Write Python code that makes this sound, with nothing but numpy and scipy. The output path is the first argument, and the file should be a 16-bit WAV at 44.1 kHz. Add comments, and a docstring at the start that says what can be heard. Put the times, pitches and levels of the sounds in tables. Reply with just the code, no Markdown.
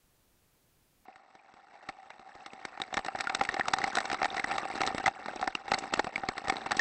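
"""Pond water on a sealed camera case

After a second of faint hiss, water churns: random drops with foam bubbles, gurgles and grain near 8 kHz.
Slaps are noise bursts, plops are splashes with a sine bubble; the churn swells and ebbs on its own course.
Drops, foam and blows excite the boxy ring of the case; the hardest hits are flattened by the microphone."""
import sys
import numpy as np
from scipy import signal
from scipy.fft import rfft, irfft
from scipy.io import wavfile
from scipy.ndimage import uniform_filter1d

SR = 44100
rng = np.random.default_rng(int(sys.argv[2]) if len(sys.argv) > 2 else 0)


def master(y):
    """Save y as 16-bit WAV."""
    cut = np.clip(np.atleast_2d(y).T, -1, 1)
    pcm = np.round(cut * 32767)  # scale
    wavfile.write(sys.argv[1], SR, pcm.astype(np.int16))


N = 300275
TIME = np.arange(N) / SR
WATER_START_S = 1.053


def undb(db):
    """Decibels to gain."""
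    return 10 ** (np.asarray(db) / 20)


def unit(x):
    """Scale to rms 1."""
    return x / np.sqrt(np.mean(x ** 2) + 1e-20)


def spectrum_db(points, hz):
    """Join (Hz, dB) points on a log-frequency axis."""
    point_hz, point_db = np.transpose(points)
    return np.interp(np.log(hz + 1), np.log(point_hz), point_db)


def band(x, lo_hz, hi_hz):
    """Causal band-pass."""
    sos = signal.butter(N=3, Wn=[lo_hz, hi_hz], btype="band", fs=SR, output="sos")
    return signal.sosfilt(sos, x)


def lowpass(x, hz):
    """Steep elliptic cut of the top."""
    sos = signal.ellip(10, 0.2, 75, hz, fs=SR, output="sos")
    return signal.sosfilt(sos, x)


def add(track, start_s, sound):
    """Mix a sound in at a time, cut at the end of the track."""
    i = int(start_s * SR)
    part = sound[:max(len(track) - i, 0)]
    track[i:i + len(part)] += part


def walk(rate_hz):
    """Smooth random wander of rms 1."""
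    hold = int(SR / rate_hz)
    steps = np.repeat(rng.standard_normal(N // hold + 1), hold)
    return unit(uniform_filter1d(steps, hold)[:N])


# Each row: frequency in Hz, noise density in dB re an arbitrary level.
HISS_SPECTRUM = [(20, -4), (85, -8), (165, -11), (300, -15), (1200, -22.5), (5000, -27.5), (15000, -27.5)]


def hiss(level_db=-68.5):
    """Microphone self-noise: steady shaped noise, present only before the water begins."""
    hz = np.arange(N // 2 + 1) * SR / N
    spectrum = rfft(rng.standard_normal(N)) * undb(spectrum_db(HISS_SPECTRUM, hz))
    noise = irfft(spectrum, N)
    return unit(noise) * undb(level_db) * (TIME < WATER_START_S)


# Broad response of the sealed case. Each row: frequency in Hz, gain in dB.
CASE_RESPONSE = [(25, -4), (140, -3.5), (220, 4), (350, 4), (560, -4), (1030, -7.5), (1650, -5), (2200, 1),
                 (2500, -11.5), (3150, -12.5), (3800, -4), (5500, -13.5), (6700, -31), (8200, -35.5)]
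BOX_HZ, TOP_EDGE_HZ = 776, 7950
# Case resonances, then a narrow peak at the recorder's upper band edge.
# Each row: centre in Hz, width in Hz, lift in dB.
RESPONSE_PEAKS = [(BOX_HZ, 58, 26.7), (1330, 280, 9.36), (1825, 77, 8.3), (2695, 180, 9.6),
                  (5400, 140, 0.97), (5900, 89, 0.96), (TOP_EDGE_HZ, 210, 13.8)]


def case_ring(size=4096):
    """One tap on the case as recorded: a minimum-phase (causal) response whose peaks ring briefly."""
    hz = np.arange(size // 2 + 1) * SR / size
    gain = undb(spectrum_db(CASE_RESPONSE, hz))
    for centre_hz, width_hz, lift_db in RESPONSE_PEAKS:
        detuning = 2 * (hz - centre_hz) / width_hz
        gain = gain * np.sqrt(1 + (undb(lift_db) ** 2 - 1) / (1 + detuning ** 2))
    # fold the cepstrum to make the response causal
    cepstrum = irfft(np.log(gain))
    cepstrum[1:size // 2] *= 2
    cepstrum[size // 2 + 1:] = 0
    return irfft(np.exp(rfft(cepstrum)))


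def drops(rate_hz, scatter_db, biggest):
    """Random taps of either sign: many small ones, a few large."""
    size = undb(scatter_db * np.minimum(rng.exponential(size=N), biggest))
    lands = rng.random(N) < rate_hz / SR
    return unit(lands * size * rng.choice([-1, 1], N))


def bubble(hz, t60_s, attack_s=0.00034):
    """A trapped air pocket: a sine decaying 60 dB, rising slightly in pitch as it nears the surface."""
    t = TIME[:int(max(t60_s, 0.002) * SR)]
    age = t / t[-1]
    phase = 2 * np.pi * hz * t * (1 + 0.03 * age)
    attack = 1 - np.exp(-t / attack_s)
    return np.sin(phase) * np.exp(-np.log(1000) * age) * attack


def fizz(count, low_hz, high_hz, longest_t60_s, scatter_db, biggest, small_db):
    """Bubbles of random size and time; small ones are higher, die sooner and gain up to small_db."""
    out = np.zeros(N)
    for when, small, chance in rng.random((count, 3)):
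        hz = low_hz * (high_hz / low_hz) ** small
        db = scatter_db * min(-np.log(chance), biggest) + small_db * small
        t60_s = longest_t60_s * np.sqrt(low_hz / hz)
        add(out, when * N / SR, undb(db) * bubble(hz, t60_s))
    return unit(out)


def gurgle(level_db, gurgle_db=-10):
    """Larger, lower bubbles ring out of the churn."""
    bubbles = fizz(count=420, low_hz=1050, high_hz=2700, longest_t60_s=0.024,
                   scatter_db=5, biggest=2.2, small_db=0)
    return bubbles * undb(level_db + gurgle_db)


def top_edge_grain(level_db, wash, far_db=-31, close_db=-24):
    """Narrow, grainy band near 8 kHz at the recorder's upper limit: filtered ticks, rising with the churn."""
    ticks = drops(rate_hz=160, scatter_db=6, biggest=2.8)
    grain = unit(band(ticks, 7600, 8350))
    return grain * undb(level_db + far_db + wash * (close_db - far_db))


# Edges in Hz of five ranges: thud, knock, clack, spray and snap.
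RANGE_EDGES_HZ = [20, 570, 1050, 2800, 6300, 10000]
# How hard the water churns. Each row: time in seconds, relative level in dB.
CHURN_LEVEL = [(1.07, -60), (1.63, -59), (1.79, -53.5), (2.19, -56.5), (2.43, -50), (2.59, -52.5),
               (2.99, -48.5), (4.11, -39), (4.43, -43), (4.51, -35.5), (4.67, -39.5), (4.91, -39.5),
               (5.15, -46.5), (5.47, -47), (5.63, -51.5), (5.71, -42.5), (6.11, -46.5), (6.8, -42.5)]
# One row per range: offset in dB out on the pond, offset in dB when washing over the case.
CHURN_OFFSETS = [(-10, -7.5), (4, 0.5), (-3, -6), (-11.5, -13.5), (-20, -23.5)]
# Churn levels at which water starts to run over the case and fully covers it.
WASH_BEGINS_DB, WASH_COVERS_DB = -54, -44.5


def churn(ring, near_db=3, splatter=0.19, splatter_decay_s=0.0014):
    """Fine patter and foam nearby, joined by coarser splattering drops on the case, ring the case."""
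    level_db = np.interp(TIME, *np.transpose(CHURN_LEVEL))
    wash = np.clip((level_db - WASH_BEGINS_DB) / (WASH_COVERS_DB - WASH_BEGINS_DB), 0, 1)
    far = drops(rate_hz=1100, scatter_db=4.5, biggest=2.6)
    taps = drops(rate_hz=340, scatter_db=5.5, biggest=2.4)
    # each near drop bursts into a brief splatter
    decay = np.exp(-1 / (splatter_decay_s * SR))
    burst = signal.lfilter([1], [1, -decay], np.abs(taps))
    near = unit(taps + splatter * burst * rng.standard_normal(N))
    foam = fizz(count=4200, low_hz=1100, high_hz=7500, longest_t60_s=0.015,
                scatter_db=5, biggest=3, small_db=15)
    force = far * (1 - 0.5 * wash)
    force = force + wash * undb(near_db) * near
    force = force + (0.4 + 0.45 * wash) * foam
    # the water arrives in clumps
    force = force * undb((1.6 + 1.3 * wash) * walk(rate_hz=90))
    sound = signal.fftconvolve(force, ring)[:N]
    patter = np.zeros(N)
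    for lo_hz, hi_hz, (far_db, close_db) in zip(RANGE_EDGES_HZ, RANGE_EDGES_HZ[1:], CHURN_OFFSETS):
        range_db = level_db + far_db + wash * (close_db - far_db)
        patter += unit(band(sound, lo_hz, hi_hz)) * undb(range_db)
    return (patter + gurgle(level_db) + top_edge_grain(level_db, wash)) * (TIME > WATER_START_S)


def pressed(db, hard_db=-32, push=0.77):
    """Blows above hard_db land squarely on the microphone wall and gain push dB per dB."""
    return db + push * max(db - hard_db, 0)


# Knock, clack, spray and snap of an average blow. Each row: centre in Hz, relative level in dB.
AVERAGE_BLOW = [(775, -6.5), (1700, -4.5), (4000, -12.5), (7500, -19.5)]
PIVOT_HZ = 1620


def colour(brightness_db_per_octave, thud_db):
    """Relative dB of thud, knock, clack, spray and snap; brightness tilts the last four about a pivot."""
    hz, db = np.transpose(AVERAGE_BLOW)
    return np.r_[thud_db, db + brightness_db_per_octave * np.log2(hz / PIVOT_HZ)]


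def impact(rings, bands_db, early_s=0.004):
    """Leading drops, a blow and the splatter after it ring the case, with a separate level per range."""
    count, size = rings.shape
    t = TIME[:size] - early_s
    before = 0.096 * np.exp(-np.abs(t) / 0.0015)
    # a gentle lump dribbles on, a hard one bursts all at once
    dribble = 0.024 / (1 + undb(max(bands_db) + 43) ** 2)
    after = 0.21 * np.exp(-np.abs(t) / 0.0021) + dribble * np.exp(-np.abs(t) / 0.015)
    # large and small droplets land in separate bunches just under a millisecond long
    bunch_db = 5 * np.repeat(rng.uniform(-1.7, 1.7, (count, size // 32)), 32, axis=1)
    envelope = undb(bunch_db) * np.where(t < 0, before, after)
    force = rng.standard_normal((count, size)) * envelope
    force[:, np.argmin(np.abs(t))] += 1  # the blow
    parts = signal.fftconvolve(rings, force, axes=1)[:, :size]
    return sum(undb(db) * unit(part) for part, db in zip(parts, bands_db))


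def shove(db, length_s=0.0048):
    """A heavy lump flexes the wall in and out once: one windowed sine cycle."""
    t = TIME[:int(length_s * SR)]
    return undb(db) * np.sin(2 * np.pi * t / t[-1]) * np.hanning(len(t))


# Cycles to a 60 dB decay, for the bubbles of slaps and plops.
BUBBLE_CYCLES = 31.3
# Lumps of water slapping the case. Each row: time in seconds, relative level in dB,
# brightness in dB per octave, thud in dB relative to the level.
SLAP_EVENTS = [(1.0816, -51.5, -11, -3), (1.1584, -48.0, -2.5, -14), (1.3513, -53.5, 0, -6),
               (1.5391, -56, 1, -1), (1.8885, -33.5, -2, -12.5), (1.895, -41.5, -1, -10),
               (2.1032, -42.5, -2, -15), (2.1951, -51.5, 0, -1.5), (2.3516, -55, 3.5, 3.5),
               (2.4612, -39, 1.5, -12.0), (2.5331, -46, 2.0, -1), (2.651, -33, 0.5, -8),
               (2.7746, -41.5, -6, -10.0), (2.7999, -36.5, -2, -5), (2.9267, -40.0, -6.5, -8),
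               (2.9411, -31.5, 3.5, -11.0), (2.9696, -29.5, 1.5, -7.5), (2.9757, -28.5, -3.5, -17.5),
               (2.991, -34.5, -1, -9), (3.0473, -38.5, 3, -5), (3.063, -35.5, 2, -9),
               (3.0835, -31.5, -6.5, -19), (3.1495, -35, -8.5, -7.5), (3.1878, -37.0, 1.0, -13),
               (3.2015, -33.5, -2.5, -15), (3.2074, -30.5, 3.5, -16), (3.241, -37.0, 0.0, -24),
               (3.2968, -29.5, -1, -15), (3.3487, -27.5, 3.5, -15), (3.3944, -38, 1, -8),
               (3.4109, -26, -6.5, -5), (3.436, -42, 6, -19), (3.4503, -33.5, 1, -16),
               (3.5415, -31, 1.5, -8), (3.5663, -32, -6.5, -16.0), (3.5956, -27.5, -3.0, -13.5),
               (3.6829, -27.5, 1.5, -17), (3.7359, -23.5, 1, -22), (3.785, -31, 2.0, -14.5),
               (3.876, -32.5, -1.0, -16), (3.9528, -30.5, 4.5, -17), (4.0038, -31, 0.5, -18.5),
               (4.0544, -31.5, 1, -11.5), (4.0998, -31.5, -1, -12.5), (4.1153, -30, -1, -13.5),
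               (4.129, -31.5, 2.5, -6), (4.1443, -30, -1, -11.5), (4.2167, -30, -6, -9),
               (4.2291, -28.5, -1.5, -12.5), (4.2447, -29, 0.5, -15.0), (4.2545, -28.5, -1, -21),
               (4.344, -33.5, -1.5, -20), (4.3674, -30.5, 0.0, -9.5), (4.5127, -29.5, -3.5, -23.5),
               (4.5811, -29.5, 0.5, -17), (4.754, -38, 2, -3), (4.8062, -29.5, -1, -2.5),
               (4.8152, -28.0, 0.5, -15), (4.8342, -29.5, -3, -11), (4.8649, -38, 8.5, -4),
               (4.9028, -36.5, -8.5, -17), (4.9468, -38, 2.5, 6), (4.9805, -31, 0, -11),
               (5.04, -32.5, -3, -10), (5.0674, -28.5, 0, -13), (5.078, -25, -3, -11),
               (5.2589, -35, -1.5, -8.5), (5.2823, -32.5, -4.5, -11.5), (5.3597, -46.5, 6, 8),
               (5.413, -36, 2, -1.5), (5.4266, -30.5, -7.5, -20.0), (5.4412, -38, 0, -5),
               (5.4752, -27.5, -2.5, -10), (5.68, -35.5, -2, -16), (5.7171, -26, -1, -9),
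               (5.7786, -38, -5.5, -6), (5.7861, -46, 12, 0), (5.9375, -25.5, 1.5, -9.5),
               (5.9738, -37.5, 0.5, -3), (5.9941, -25, -2.0, -9), (6.044, -35.5, 2.0, -2),
               (6.0692, -34, -4, -4), (6.1789, -37.5, -1, -4), (6.2347, -35.5, -9.5, -6.5),
               (6.287, -28, 0.5, -5.5), (6.3793, -32, 0, -12), (6.4724, -33.5, -6, -18),
               (6.4824, -32.5, 2.0, -4.5), (6.5231, -33, -3.0, -3.5), (6.5575, -38.5, -1, -4),
               (6.6609, -32, -5, -9.5), (6.7092, -30, -2, -15), (6.7173, -27, 1.0, -16),
               (6.7266, -34.5, -3, -8.5), (6.7688, -37.5, 7, 0.5)]


def slaps(rings, slap_db=-9.0, early_s=0.0037, heavy_db=-28, shove_db=8, pop_db=2, pop_hz=2300):
    """Lumps of water hit the case; heavy ones flex its wall, and each pops two tiny bubbles."""
    out = np.zeros(N)
    for time_s, db, brightness, thud_db in SLAP_EVENTS:
        bands_db = pressed(db) + colour(brightness, thud_db)
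        add(out, time_s - early_s, impact(rings, bands_db + slap_db))
        if db > heavy_db:
            add(out, time_s, shove(db + thud_db + shove_db))
        spray_db = bands_db[3]
        for small, late in rng.random((2, 2)):
            hz = pop_hz * 3 ** small
            gain = 2 / (1 + late) * undb(spray_db + pop_db)
            add(out, time_s + 0.008 * late, gain * bubble(hz, BUBBLE_CYCLES / hz))
    return out


# Splashes that trap a bubble. Each row: time in seconds, relative bubble level in dB,
# starting bubble pitch in Hz, relative splash level in dB.
PLOP_EVENTS = [(2.815, -32.5, 3730, -31.5), (2.834, -47, 2180, -46), (3.155, -47, 1470, -36),
               (3.269, -31, 1394, -34.5), (3.487, -29.5, 1826, -30.5), (3.607, -29.5, 1830, -47),
               (3.653, -38, 1280, -41), (3.814, -35, 1910, -37), (3.838, -30, 2070, -27.5),
               (3.968, -30, 1440, -28), (3.982, -29.5, 1850, -28.5), (4.301, -40.5, 3630, -60),
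               (4.377, -34, 1950, -37), (4.394, -31, 2080, -30), (4.44, -31, 1920, -30),
               (4.872, -33.5, 3900, -28.5), (5.058, -27.5, 2000, -27), (5.29, -43, 1540, -55),
               (5.549, -31, 2730, -29.5), (5.735, -31, 2010, -28), (5.741, -32, 4400, -29.5),
               (6.156, -30, 2200, -32), (6.496, -30, 2160, -25), (6.565, -39.5, 3900, -35.5),
               (6.792, -24, 1784, -25.5)]


def plops(rings, splash_db=-11, brightness=1.0, thud_db=-11, bubble_db=14.5,
          early_s=0.001632, pinch_s=0.0027):
    """A splash pinches off a bubble against the case; small bubbles start stronger and die sooner."""
    out = np.zeros(N)
    for time_s, ring_db, hz, db in PLOP_EVENTS:
        bands_db = pressed(db) + splash_db + colour(brightness, thud_db)
        add(out, time_s - early_s, impact(rings, bands_db))
        gain = undb(pressed(ring_db) + bubble_db) * np.sqrt(hz / PIVOT_HZ)
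        add(out, time_s + pinch_s, gain * bubble(hz, BUBBLE_CYCLES / hz))
    return out


def scene(damping_s=0.022):
    """All the water; a lump lying on the wall damps the ring of slaps and plops."""
    ring = case_ring()
    damped = ring * np.exp(-TIME[:len(ring)] / damping_s)
    ranges = zip(RANGE_EDGES_HZ, RANGE_EDGES_HZ[1:])
    rings = np.array([band(damped, lo_hz, hi_hz) for lo_hz, hi_hz in ranges])
    return (churn(ring) + slaps(rings) + plops(rings))[None]


def record(dry, ceiling=0.17, water_top_hz=8150, top_hz=15700):
    """The microphone flattens peaks near the ceiling and cuts the water's treble; its hiss reaches higher."""
    clipped = dry / (1 + (dry / ceiling) ** 6) ** (1 / 6)
    water = lowpass(clipped, water_top_hz)
    return lowpass(water + hiss(), top_hz)


dry = scene()
out = record(dry)
master(out)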